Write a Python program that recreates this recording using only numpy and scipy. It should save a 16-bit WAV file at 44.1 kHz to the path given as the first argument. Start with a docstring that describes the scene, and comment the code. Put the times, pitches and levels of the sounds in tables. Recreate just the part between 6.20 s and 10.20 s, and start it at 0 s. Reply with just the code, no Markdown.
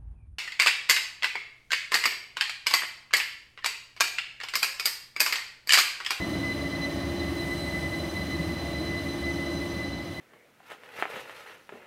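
"""Parcel conveyors run steadily in a large sorting hall.
Belts rumble, steel frames drone, drive motors hum and gears add faint tones.
Many rollers whine together near 2 kHz, beating in and out, their overtones swelling into short squeaks.
Sliding parcels add a soft hiss; the machinery sinks a little at the end."""
import sys
import numpy as np
from scipy import signal
from scipy.fft import rfft, irfft
from scipy.io import wavfile
from scipy.ndimage import uniform_filter1d

SR = 44100
rng = np.random.default_rng(int(sys.argv[2]) if len(sys.argv) > 2 else 0)


def unload_wav(signal):
    """Save mono or channel-first audio to the path in sys.argv[1] as 16-bit WAV at rate SR, clipped to [-1, 1]."""
    wavfile.write(
        sys.argv[1],
        SR,
        np.round(np.clip(np.atleast_2d(signal).T, -1, 1) * 32767).astype(np.int16),
    )


N = 176400
TIME_S = np.arange(N) / SR


def from_db(db):
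    """Decibels to gain."""
    return 10 ** (np.asarray(db) / 20)


def unit_rms(x):
    """Scale to rms 1."""
    return x / np.sqrt(np.mean(np.abs(x) ** 2) + 1e-20)


def envelope(rows):
    """Gain over time from (time [s], level [dB]) rows."""
    times_s, db = np.transpose(rows)
    return from_db(np.interp(TIME_S, times_s, db))


def coloured_noise(spectrum):
    """Noise shaped by (frequency [Hz], level [dB]) rows, rolling off outside them; rms 1."""
    hz, db = np.transpose(spectrum)
    bins_hz = np.maximum(np.arange(N // 2 + 1) * SR / N, 1)
    skirt = np.minimum(bins_hz / hz[0], 1) * np.minimum(hz[-1] / bins_hz, 1) ** 2
    shape = from_db(np.interp(np.log(bins_hz), np.log(hz), db))
    return unit_rms(irfft(rfft(rng.standard_normal(N)) * skirt * shape, N))


def slow_noise(width_hz):
    """Complex narrowband noise around 0 Hz; rms 1."""
    bins_hz = (np.arange(N) - N // 2) * SR / N
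    shape = np.fft.ifftshift(1 / (1 + (2 * bins_hz / width_hz) ** 2))
    real, imag = rng.standard_normal((2, N))
    return unit_rms(np.fft.ifft((real + 1j * imag) * shape))


def wander(rate_hz):
    """Random drift, mostly slower than rate_hz; rms 1."""
    return unit_rms(slow_noise(2 * rate_hz).real)


def beating_tone(hz, width_hz, evenness, even_s):
    """Many near-equal sources beat; evenness (0-1) flattens swings slower than even_s."""
    beats = slow_noise(width_hz)
    power = uniform_filter1d(np.abs(beats) ** 2, int(even_s * SR))
    beats = unit_rms(beats / power ** (evenness / 2))
    return np.sqrt(2) * np.real(beats * np.exp(2j * np.pi * hz * TIME_S))


# belt and frame rumble (frequency [Hz], relative density [dB])
RUMBLE_SPECTRUM = [(28, -31), (42, -19), (56, -5), (72, 4), (86, -2), (105, 0.5), (122, -2.5), (160, 0.5),
                   (205, 0.5), (250, -5.5), (295, 2.5), (335, -1.5), (380, -7), (480, -12), (530, -8.5),
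                   (575, -2.5), (660, -8.5), (730, -12), (900, -15.5), (1250, -15), (1400, -21.5),
                   (1560, -17), (1750, -25.5), (2400, -49)]
# bearing and belt rush (frequency [Hz], relative density [dB])
RUSH_SPECTRUM = [(1200, -18), (1800, 3), (2300, 3), (2650, 1.5), (3100, 4), (3350, 0.5), (3600, 1),
                 (3850, -1.5), (4900, -2), (5500, -4), (5800, -9), (6400, -8.5), (7500, -18), (10000, -34)]


def belts(rumble_db=-34.5, rush_db=-47):
    """Running belts rumble low, with a brighter rush from belts and bearings."""
    rumble = from_db(rumble_db) * coloured_noise(RUMBLE_SPECTRUM)
    rush = from_db(rush_db) * coloured_noise(RUSH_SPECTRUM)
    return rumble + rush


# motor and gear tones (frequency [Hz], width [Hz], relative start level [dB], trend [dB/s])
GEAR_TONES = [(93.1, 1.2, -53, 1.5), (597.5, 3.2, -57, 1), (683, 2.7, -52.5, -0.6), (813.5, 1.7, -59, 0.9),
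              (828, 2.2, -64.5, 1.8), (1028, 3.9, -59, -1), (1155, 1.9, -60.5, -0.3), (1314, 1.3, -62, -2),
              (1799, 1.1, -60, 0), (1823, 2.1, -56, -1.5), (1845, 1.3, -58, -2), (2962, 3, -59, -0.5),
              (3630, 50, -65, 0), (8000, 8, -77, -2)]


def gears(trim_db=-0.5):
    """Motors and gears across the hall give faint tones, most slowly growing or fading."""
    out = np.zeros(N)
    for hz, width_hz, start_db, db_per_s in GEAR_TONES:
        gain = from_db(trim_db + start_db + db_per_s * TIME_S)
        out += gain * beating_tone(hz, width_hz, evenness=0.76, even_s=0.59)
    return out


WHINE_HZ = 2012.8
# shimmer lines (multiple of WHINE_HZ, width [Hz], relative level [dB])
SHIMMER_LINES = [(1, 50, -46), (1.5, 24, -57.5), (2, 65, -48), (2.5, 110, -63), (3, 87, -59.5),
                 (3.5, 90, -76), (4, 31, -73.5), (4.5, 80, -82)]


def distant_rollers():
    """Distant rollers blend into a steady shimmer on half multiples of the whine."""
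    return sum(from_db(db) * beating_tone(multiple * WHINE_HZ, width_hz, evenness=0.69, even_s=0.12)
               for multiple, width_hz, db in SHIMMER_LINES)


# drive hums (time [s], relative level [dB])
LOW_HUM_LEVEL = [(0, -41.5), (.33, -40.5), (.7, -44.5), (1.0, -40), (1.4, -47), (1.75, -44), (2.3, -39),
                 (2.62, -46), (3.05, -38.5), (3.45, -41), (4, -55)]
MID_HUM_LEVEL = [(0, -40.5), (.15, -37.5), (1.25, -38), (1.65, -49.5), (2.15, -40), (2.55, -46),
                 (2.85, -37.5), (3.5, -40), (3.75, -36), (4, -65)]
HIGH_HUM_LEVEL = [(0, -40.5), (.4, -46), (1.1, -33.5), (1.8, -43.5), (2.25, -40), (2.55, -39), (3.05, -36),
                  (3.48, -37), (3.7, -44), (4, -44.5)]


def drive_motors(wander_hz=1.16, trim_db=-1.93):
    """Three motor hums swell and fade, each wandering slightly in pitch."""
    out = np.zeros(N)
    for hz, rows in ((77.2, LOW_HUM_LEVEL), (277.7, MID_HUM_LEVEL), (342.8, HIGH_HUM_LEVEL)):
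        pitch_hz = hz + wander_hz * wander(rate_hz=2.75)
        turns = np.cumsum(pitch_hz) / SR + rng.random()
        out += envelope(rows) * np.sqrt(2) * np.sin(2 * np.pi * turns)
    return from_db(trim_db) * out


# frame drones (time [s], level [dB])
LOW_DRONE_LEVEL = [(0, -55), (1.3, -52), (1.9, -47), (2.2, -37), (2.45, -48.5), (3.5, -44.5), (4, -49.5)]
HIGH_DRONE_LEVEL = [(0, -42), (.15, -37.5), (.45, -54), (.9, -45), (1.1, -39), (1.45, -61), (1.8, -37.5),
                    (2.0, -43.5), (2.2, -38), (2.42, -46.5), (2.65, -37.5), (2.85, -51), (3.45, -43),
                    (3.62, -62), (4, -54)]


def frames():
    """The steel frames drone in two broad, swelling bands."""
    drones = ((165.5, 25, LOW_DRONE_LEVEL), (326, 23, HIGH_DRONE_LEVEL))
    return sum(envelope(rows) * beating_tone(hz, width_hz, evenness=1, even_s=0.22)
               for hz, width_hz, rows in drones)


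# sliding hiss and metallic sheen (frequency [Hz], relative density [dB])
HISS_SPECTRUM = [(5000, -8), (7000, -0.5), (7700, -1.5), (8050, -2), (8650, 3), (9000, 3), (9600, 2),
                 (11200, -2), (12500, -1.5), (15700, -5)]
SHEEN_SPECTRUM = [(7700, -25), (8020, 6), (8200, -10), (8430, 1), (8650, -15), (9020, 2), (9300, -12),
                  (10200, -12)]
# their swells (time [s], relative level [dB])
HISS_SWELLS = [(0, -54.5), (.6, -55), (.95, -53.5), (1.45, -52.5), (1.7, -54), (2.15, -54), (2.5, -55.5),
               (3.45, -56), (3.75, -59.5), (4, -59)]
SHEEN_SWELLS = [(0, -63), (1.1, -73), (1.38, -57), (1.68, -60), (1.95, -71), (2.5, -69), (3.15, -63),
                (3.5, -68), (4, -71)]


def parcels(flicker_db=0.7, hiss_trim_db=-0.4):
    """Cardboard hisses unevenly over metal, with a thin sheen as it crosses the rollers."""
    hiss_gain = from_db(hiss_trim_db + flicker_db * wander(rate_hz=5))
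    hiss = hiss_gain * envelope(HISS_SWELLS) * coloured_noise(HISS_SPECTRUM)
    sheen = envelope(SHEEN_SWELLS) * coloured_noise(SHEEN_SPECTRUM)
    return hiss + sheen


def squeal(peak_s, multiple, db, length_s, whine_turns, spread_hz=2.96, scatter_turns=0.16):
    """One roller swells briefly on a multiple of the whine, slightly off pitch and out of step."""
    near = np.abs(TIME_S - peak_s) < 2 * length_s
    t = TIME_S[near] - peak_s
    detune_hz = spread_hz * rng.standard_normal()
    turns = multiple * (whine_turns[near] + detune_hz * t) + scatter_turns * rng.standard_normal()
    swell = 0.5 ** ((2 * t / length_s) ** 2)  # length_s wide at half height
    out = np.zeros(N)
    out[near] = from_db(db) * swell * np.sqrt(2) * np.sin(2 * np.pi * turns)
    return out


# whine bursts (peak time [s], relative level [dB], length [s])
WHINE_BURSTS = [(0.033, -34, 0.057), (0.142, -35.5, 0.048), (0.25, -30.5, 0.048), (0.303, -32, 0.045),
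                (0.396, -34.5, 0.032), (0.463, -34, 0.024), (0.534, -36.5, 0.057), (.64, -33, 0.066),
                (.735, -46, 0.025), (0.842, -41, 0.041), (1.03, -39.5, 0.046), (1.083, -40, 0.043),
                (1.208, -37, .055), (1.275, -36, .035), (1.326, -32, 0.035), (1.482, -33, 0.033),
                (1.565, -33, .075), (1.663, -33.5, 0.049), (1.746, -34, 0.046), (1.866, -41, 0.13),
                (1.977, -32.5, 0.039), (2.021, -37, 0.017), (2.132, -34, 0.052), (2.203, -34.5, 0.039),
                (2.242, -36.5, 0.028), (2.307, -42, 0.027), (2.37, -40, 0.029), (2.485, -38, 0.053),
                (2.574, -35.5, 0.048), (2.733, -34.5, .11), (2.871, -35, 0.029), (2.944, -35, 0.012),
                (3.079, -31.5, 0.08), (3.212, -34.5, 0.062), (3.268, -37.5, .03), (3.325, -34.5, 0.036),
                (3.432, -36, 0.036), (3.525, -36.5, 0.042), (3.622, -36, 0.11), (3.742, -41, 0.03),
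                (3.816, -42, 0.042), (3.88, -42, 0.033), (3.995, -35.5, 0.051)]
# overtone squeaks (peak time [s], multiple of WHINE_HZ, relative level [dB], length [s])
OVERTONE_SQUEAKS = [(.044, 3, -53, .03), (.11, 2, -40, 0.017), (0.289, 2, -45, 0.034),
                    (0.33, 2, -43.5, 0.042), (0.563, 2, -46, .06), (0.637, 2, -42, 0.035),
                    (0.637, 3, -54, .045), (1.006, 2, -36.5, 0.025), (1.213, 2, -45.5, 0.078),
                    (1.403, 2, -43.5, 0.088), (1.45, 3, -59, .05), (1.805, 2, -39.5, .04),
                    (1.89, 2, -50, 0.036), (1.9, 3, -49.5, 0.044), (1.995, 2, -44, 0.068),
                    (2.13, 2, -42.5, 0.061), (2.262, 2, -46, 0.018), (2.407, 2, -43, 0.021),
                    (2.481, 2, -45, .025), (2.603, 2, -43, 0.16), (2.692, 2, -40.5, 0.045),
                    (2.696, 3, -61, 0.15), (2.8, 2, -44, 0.049), (2.89, 2, -45, .04), (2.92, 3, -55, .05),
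                    (3.043, 2, -38.5, 0.023), (3.12, 3, -54, 0.055), (3.159, 2, -46.5, .03),
                    (3.29, 2, -47, 0.11), (3.384, 2, -43, 0.11), (3.387, 3, -55, 0.13),
                    (3.515, 3, -54, 0.034), (3.637, 2, -40.5, 0.03), (3.744, 2, -43, 0.026)]


def rollers(wander_hz=4.51, whine_trim_db=-1, squeak_trim_db=-0.9):
    """Rollers whine in bursts and squeak on overtones, all following one wandering pitch."""
    turns = np.cumsum(WHINE_HZ + wander_hz * wander(rate_hz=25.2)) / SR
    whine = sum(squeal(peak_s, 1, db + whine_trim_db, length_s, turns)
                for peak_s, db, length_s in WHINE_BURSTS)
    squeaks = sum(squeal(peak_s, multiple, db + squeak_trim_db, length_s, turns)
                  for peak_s, multiple, db, length_s in OVERTONE_SQUEAKS)
    return whine + squeaks


# belts, gears and distant rollers together (time [s], gain [dB])
BED_GAIN = [(0, 1), (1, 0), (2.2, -0.13), (3.0, -0.5), (3.5, -0.5), (3.7, -1.8), (3.85, -3), (4, -5)]


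def scene():
    """All the machinery in mono, heard from a walkway above it."""
    bed = envelope(BED_GAIN) * (belts() + gears() + distant_rollers())
    return (bed + drive_motors() + frames() + rollers() + parcels())[None]


def record(dry, cutoff_hz=15750):
    """A steep low-pass cuts the top treble."""
    return signal.sosfilt(signal.ellip(12, 0.1, 80, cutoff_hz, fs=SR, output="sos"), dry)


dry = scene()
out = record(dry)
unload_wav(out)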